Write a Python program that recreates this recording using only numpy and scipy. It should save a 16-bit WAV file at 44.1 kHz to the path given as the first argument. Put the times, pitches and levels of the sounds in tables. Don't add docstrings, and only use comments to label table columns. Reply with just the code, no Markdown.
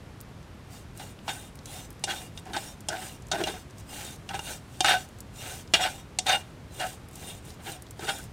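import sys
import numpy as np
from scipy import signal
from scipy.fft import rfft, irfft, next_fast_len
from scipy.io import wavfile

SR = 44100
rng = np.random.default_rng(int(sys.argv[2]) if len(sys.argv) > 2 else 0)


def wav_record(signal):
    frames = np.transpose(np.atleast_2d(signal))
    bounded = np.clip(frames, -1, 1)
    quanta = np.round(bounded * 32767).astype(np.int16)
    wavfile.write(sys.argv[1], SR, quanta)


N = 367308

# (frequency [Hz], width [Hz], strength [dB])
PAN_MODES = [(185, 34, -2), (338, 23, -10), (372, 63, -1.5), (436, 16, -2.5), (625, 15.6, 3.5),
             (673, 39, -2), (743, 20.3, 5.5), (790.3, 32.5, 1.5), (831, 30, -4), (874, 31, -16),
             (1297, 29, -9.5), (1422, 51, -8), (1513, 39, -4), (1635, 23, -14), (1740, 15, -24),
             (2401, 18, 1), (2829, 43, 8.5), (3120, 34, -2), (3330, 52, 1.5), (3647, 25, 9.5),
             (3710, 29, -4), (4010, 71, -2), (4454, 44, -10), (4780, 46, -11), (5140, 58, -10.5),
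             (5580, 27, 1), (5990, 70, -9), (6300, 59, -6), (6930, 70, -5), (7100, 56, -28),
             (7690, 86, -5.5), (8507, 92, -2.5), (9180, 210, -15), (9740, 110, -26)]


def scrape(drag_db, tip_db, rock_db, tone_hz):
    # (frequency [Hz], level per Hz [dB])
    rasp_tone = [(300, -27.5), (800, 15), (1150, 14), (1600, 21), (3000, 20.5), (5000, 12), (9800, -49),
                 (10800, -40), (16000, -17)]
    reach_octaves, far_db = 0.18, -12
    patchy_db, judder_db = 3.5, 3.0
    deep = [m for m in PAN_MODES if 0 < m[0] <= 500]
    low = [m for m in PAN_MODES if 500 < m[0] <= 2000]
    high = [m for m in PAN_MODES if 2000 < m[0] <= SR]
    slip = grit(4000, 1.06) * undb(judder_db * walk(70))

    near = []
    for hz, _, _ in low:
        distance = np.log2(hz / tone_hz) / reach_octaves
        near.append(undb(far_db * np.minimum(distance ** 2, 1) * (hz < 1100)))
    reached = sum(g ** 2 * undb(db) ** 2 * width for g, (_, width, db) in zip(near, low))
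    share = reached / sum(undb(db) ** 2 * width for _, width, db in low)
    drag_gains = [g * undb(patchy_db * walk(20)) for g in near]
    drag = ring(slip * undb(drag_db) / np.sqrt(share), low, drag_gains)

    rock = ring(slip * undb(rock_db), deep, [undb(patchy_db * walk(15)) for _ in deep])
    scratch = grit(5000, 1.6) * undb(judder_db * walk(70) + tip_db)
    tips = ring(scratch, high, [undb(patchy_db * walk(20)) for _ in high])
    rasp = unit(colour(grit(6000, 0.5), rasp_tone)) * undb(tip_db + judder_db * walk(60))
    return undb(-4.5) * drag + undb(-1.5) * rock + undb(-5.5) * tips + undb(-5.5) * rasp


def pressing(rustle_db):
    # (start [s], hardest [s], end [s], drag level [dB], tip scratch above drag [dB],
    #  rocking on the grate above drag [dB], low tone that this place favours [Hz])
    digs = np.array([(0.994, 1.002, 1.022, -44, 1, -22, 830), (1.279, 1.286, 1.312, -31.5, 1, -12, 830),
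                     (2.074, 2.097, 2.135, -28, -5.5, -14.5, 770),
                     (2.456, 2.478, 2.53, -43.5, -15, -4, 775),
                     (2.535, 2.572, 2.595, -33.5, -3.5, -15, 800), (2.888, 2.91, 2.97, -34, -15, -8, 650),
                     (3.01, 3.02, 3.04, -39, -8, -8, 765), (3.32, 3.345, 3.375, -31, -10, -8, 650),
                     (3.375, 3.395, 3.43, -35, -12, -1, 600), (3.465, 3.497, 3.515, -30, -7.5, -7.5, 770),
                     (3.537, 3.542, 3.58, -41, -10, -10, 770), (4.292, 4.31, 4.325, -41, -2, -8, 800),
                     (4.335, 4.353, 4.365, -29, -6, -9, 855), (4.845, 4.885, 4.96, -18.5, -5, -24, 763),
                     (5.74, 5.75, 5.785, -29, 3, -16, 700), (5.79, 5.841, 5.885, -24, -4, -24, 750),
                     (6.262, 6.305, 6.357, -20, -3, -33, 760), (6.795, 6.826, 6.848, -26, -8.5, -21.5, 750),
                     (7.59, 7.6, 7.625, -46, -8, -10, 760), (7.66, 7.678, 7.695, -39, -3.5, -9, 765),
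                     (7.993, 8.03, 8.07, -42.5, -2.5, -4.5, 810), (8.07, 8.093, 8.112, -29, -2, -13, 870)])
    # (sag at its ends [dB], bulge exponent, rise [s], stop [s],
    #  after-sound [dB], after-sound [s])
    dig_shape = (-8, 2.2, .002, .008, -17, .04)
    brush_at_db, brush_slope = -45, 1.48
    brush_drag_db, brush_tip_db = -47, -44.5

    def pressed(above_db):
        return swells(np.c_[digs[:, :3], digs[:, 3] + above_db], *dig_shape)

    brush = undb(brush_slope * (rustle_db - brush_at_db)) ** 2
    drag_db = 10 * np.log10(pressed(0) + brush * undb(brush_drag_db) ** 2)
    tip_db = 10 * np.log10(pressed(digs[:, 4]) + brush * undb(brush_tip_db) ** 2)
    rock_db = 10 * np.log10(pressed(digs[:, 5]))
    tone_hz = np.interp(np.arange(N) / SR, digs[:, 1], digs[:, 6])
    return drag_db, tip_db, rock_db, tone_hz


def knocks():
    # (time [s], level [dB], low thud above that level [dB],
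    #  chatter [s], bright tone [Hz], thud tone [Hz])
    landings = [(0.9966, -46.5, 11.5, 0.005, 3400, 960), (1.2797, -29.5, 7.5, 0.003, 2820, 845),
                (2.0385, -14, -9.5, 0.0047, 8000, 750), (2.3748, -30, -25, 0.004, 3680, 358),
                (2.5331, -28, -5, 0.0041, 3660, 716), (2.5646, -25.5, 5, 0.0069, 3660, 790),
                (2.8856, -13, -10.5, 0.0034, 7100, 708), (3.3148, -16.5, -3.5, 0.0083, 3800, 1530),
                (3.4373, -19.5, -4, 0.0023, 2830, 370), (3.4705, -27.5, 3, 0.013, 2900, 729),
                (3.538, -44, -6, 0.0064, 2840, 751), (4.29, -27, -11, 0.003, 2820, 1500),
                (4.3498, -29, -10, 0.002, 2790, 872), (4.3919, -27, 3, 0.0025, 2830, 789),
                (4.8055, -11, -4.5, 0.0042, 5640, 694), (4.8453, -16.5, 4, 0.0021, 3440, 1510),
                (4.8587, -16.5, -12, 0.0046, 2720, 770), (5.7369, -6.5, -9, 0.007, 2900, 595),
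                (6.1869, -11, -11.5, 0.0043, 6960, 730), (6.2662, -19.5, -5, 0.0057, 3680, 750),
                (6.2934, -19, -6, 0.0045, 6230, 800), (6.798, -30, -2, 0.0066, 2820, 751),
                (7.9932, -40, 10.5, 0.0026, 3680, 390), (8.0434, -34, -6, 0.005, 2780, 773),
                (8.09, -20, -5, 0.005, 3360, 1530)]
    scatter_db, near_db, spot_db = 3.0, -5, 9
    crack_db, ring_db, tail_db, tail_s = -0.5, -0.5, -20, 0.032
    out = np.zeros(N + SR)
    t = np.arange(int(.3 * SR)) / SR
    low = [m for m in PAN_MODES if m[0] <= 2000]
    high = [(hz, width, 0.37 * db) for hz, width, db in PAN_MODES if hz > 2000]
    mode_hz = np.array(PAN_MODES)[:, 0]
    rise = np.minimum(t / 0.00068, 1)
    for s, db, thud_db, chatter_s, bright_hz, thud_hz in landings:
        favoured = np.where(mode_hz <= 2000, thud_hz, bright_hz)
        octaves_off = abs(np.log2(mode_hz / favoured))
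        under_tip = spot_db * np.exp(-(octaves_off / 0.055) ** 2)
        mix = undb(scatter_db * rng.standard_normal(len(PAN_MODES)) + near_db * octaves_off + under_tip)
        noise = rng.standard_normal((2, len(t)))
        push = noise[0] * rise * np.exp(-(t / chatter_s) ** 1.07)
        thud = ring(push, low, mix)
        clink = ring(push, high, mix[len(low):])
        crack = band(band(push, bright_hz, 5.7), bright_hz, 5.7)
        rattle = band(noise[1], bright_hz, 1.0) * rise * np.exp(-t / tail_s)
        bright = undb(crack_db) * crack / abs(crack).max()
        bright += undb(ring_db) * clink / abs(clink).max()
        bright += undb(tail_db) * rattle
        i = int(s * SR)
        out[i:i + len(t)] += undb(db) * (bright + undb(thud_db) * thud / abs(thud).max())
    return signal.sosfilt(signal.cheby2(2, 14, 11500, fs=SR, output="sos"), out[:N])


def sweeps():
    # (start [s], fullest [s], end [s], level [dB])
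    sweep_rows = [(0.695, 0.744, 0.83, -53.5), (0.963, 1.02, 1.125, -50.5), (1.262, 1.31, 1.477, -47.5),
                  (1.668, 1.744, 1.86, -46), (2.048, 2.15, 2.275, -45.5), (2.36, 2.397, 2.4, -54),
                  (2.535, 2.61, 2.73, -46), (2.896, 3.057, 3.157, -45.5), (3.33, 3.457, 3.62, -46.5),
                  (3.773, 3.795, 3.83, -56.5), (3.892, 3.986, 4.15, -43.5), (4.287, 4.365, 4.48, -52),
                  (4.42, 4.504, 4.574, -42.5), (4.69, 4.75, 4.8, -58), (4.808, 4.875, 5.05, -43),
                  (5.357, 5.484, 5.62, -43.5), (5.742, 5.84, 6.01, -46.5), (6.263, 6.31, 6.4, -42.5),
                  (6.735, 6.86, 6.955, -45), (7.13, 7.28, 7.385, -48), (7.443, 7.483, 7.55, -52.5),
                  (7.635, 7.69, 7.765, -44), (8, 8.095, 8.25, -44.5)]
    # (sag at its ends [dB], bulge exponent, rise [s], stop [s],
    #  after-sound [dB], after-sound [s])
    sweep_shape = (-9.5, 1.67, 0.02, .013, -22, .16)
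    return 10 * np.log10(swells(sweep_rows, *sweep_shape))


def leaves(rustle_db):
    # (frequency [Hz], level per Hz [dB])
    leaf_tone = [(880, 7), (1500, -34), (2590, -41.5), (2740, -14), (3690, -13.5), (5660, 2), (8570, 8.5),
                 (10900, -2.5), (14600, 4), (16000, -7)]
    # (time [s], peak level [dB], centre [Hz])
    ticks = [(0.204, -37.5, 6340), (0.2114, -32, 11000), (0.975, -34, 8300), (1.19, -39, 2900),
             (1.5549, -38.5, 8280), (1.5896, -37.5, 4600), (1.6574, -29.5, 6050), (1.905, -32.5, 9200),
             (2.4553, -42, 6300), (2.806, -36.5, 7500), (3.2226, -40, 6280), (3.269, -39.5, 7160),
             (3.2844, -41, 6820), (3.7823, -39, 6850), (3.7994, -42, 6820), (4.1604, -41, 7350),
             (5.0883, -41, 8580), (5.1866, -40, 7650), (5.2046, -30.5, 8300), (5.676, -41, 4530),
             (6.7446, -41, 8090), (7.0863, -41, 8530), (7.1117, -44, 8993), (7.1561, -32, 7500),
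             (7.451, -40, 8900), (7.5038, -37, 4870), (7.8221, -32.5, 8700), (7.867, -41.5, 4050),
             (7.9086, -30, 8200), (8.1853, -33, 8380), (8.2402, -34.5, 9170)]
    hush = rng.standard_normal(N) * undb(0.5 * walk(30))
    crackle = signal.lfilter([1], [1, -.6], grit(900, 1.7))
    rustle = unit(colour(hush + undb(0.5) * unit(crackle), leaf_tone))
    out = rustle * undb(rustle_db + 0.2)

    upper = [(hz, 0.64 * width, 0.1 * db) for hz, width, db in PAN_MODES if hz > 2000]
    tickle = grit(3000, 1.8) * undb(rustle_db - 3.5)
    out += ring(tickle, upper, [undb(4 * walk(18)) for _ in upper])

    t = np.arange(int(.03 * SR)) / SR
    fade = np.exp(-t / 0.0021) + 0.22 * np.exp(-t / 0.0093)
    for s, db, hz in list(ticks) + strays():
        snap = band(band(rng.standard_normal(len(t)) * fade, hz, 1.4), hz, 1.4)
        i = int(s * SR)
        out[i:i + len(t)] += undb(db) * snap / abs(snap).max()
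    return out


def strays(most=60):
    per_s, faintest_db, spread_db = 2.7, -49.5, 3.0
    u = rng.random((most, 3))
    s = np.cumsum(-np.log(1 - u[:, 0])) / per_s
    db = faintest_db - spread_db * np.log(1 - u[:, 1])
    hz = 4500 * 2 ** u[:, 2]
    return [tuple(row) for row in np.transpose([s, db, hz]) if row[0] < N / SR - .05]


def air():
    # (frequency [Hz], level per Hz [dB])
    air_tone = [(12, -51), (20, -18), (60, 0), (108, 0.5), (360, -12), (748, -17.5), (1050, -19),
                (3040, -27), (11400, -40.5), (15100, -48), (16400, -62)]
    low_pass = signal.butter(2, 500, fs=SR, output="sos")
    rumble = signal.sosfilt(low_pass, rng.standard_normal(N))
    steady = rng.standard_normal(N)
    swelling = .5 * rumble * undb(1.0 * walk(3.5))
    return unit(colour(steady + swelling, air_tone)) * undb(-45.5)


def swells(rows, sag_db, bulge, rise_s, stop_s, after_db, after_s):
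    t = np.arange(0, N + 64, 64) / SR
    power = 1e-9
    for start, fullest, end, db in rows:
        before_top = (fullest - t) / max(fullest - start, .005)
        past_top = (t - fullest) / max(end - fullest, .005)
        place = np.where(t < fullest, before_top, past_top)
        outside = np.maximum(start - t, 0) / rise_s + np.maximum(t - end, 0) / stop_s
        top = undb(sag_db * np.minimum(place, 1) ** bulge) * np.exp(-outside)
        after = undb(after_db) * np.exp(-np.maximum(t - end, 0) / after_s) * (t > fullest)
        power = power + undb(db) ** 2 * (top ** 2 + after ** 2)
    return np.interp(np.arange(N) / SR, t, power)


def ring(push, modes, gains):
    total = sum(mode(push * undb(db) * g, hz, width) for (hz, width, db), g in zip(modes, gains))
    return total / np.sqrt(sum(undb(db) ** 2 * width for _, width, db in modes) * np.pi / SR)


def mode(x, hz, width_hz):
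    r = np.exp(-np.pi * width_hz / SR)
    return signal.lfilter([1 - r, 0, r - 1], [1, -2 * r * np.cos(2 * np.pi * hz / SR), r * r], x)


def grit(per_s, spread_db):
    hit = rng.random(N) < per_s / SR
    size = np.minimum(rng.exponential(size=N), 4)
    return unit(hit * rng.standard_normal(N) * undb(spread_db * size))


def walk(rate):
    knots = rng.standard_normal(int(N / SR * 100) + 2)
    return 1.2 * np.interp(np.arange(N) * rate / SR, np.arange(len(knots)), knots)


def colour(x, points):
    size = next_fast_len(len(x))
    hz, db = np.transpose(points)
    f = np.maximum(np.arange(size // 2 + 1) * SR / size, 1)
    gain = undb(np.interp(np.log(f), np.log(hz), db))
    return irfft(rfft(x, size) * gain, size)[:len(x)]


def band(x, hz, octaves):
    half = 2 ** (octaves / 2)
    edges = np.clip([hz / half, hz * half], 50, .45 * SR)
    return signal.sosfilt(signal.butter(1, edges, "bandpass", fs=SR, output="sos"), x)


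def undb(db):
    return np.exp(np.asarray(db) * np.log(10) / 20)


def unit(x):
    return x / np.sqrt(np.mean(x ** 2))


def scene():
    rustle_db = sweeps()
    pan = scrape(*pressing(rustle_db)) + knocks()
    return (pan + leaves(rustle_db) + air())[None]


def record(dry):
    return signal.sosfilt(signal.ellip(8, .2, 70, 15850, fs=SR, output="sos"), dry)


dry = scene()
out = record(dry)
wav_record(out)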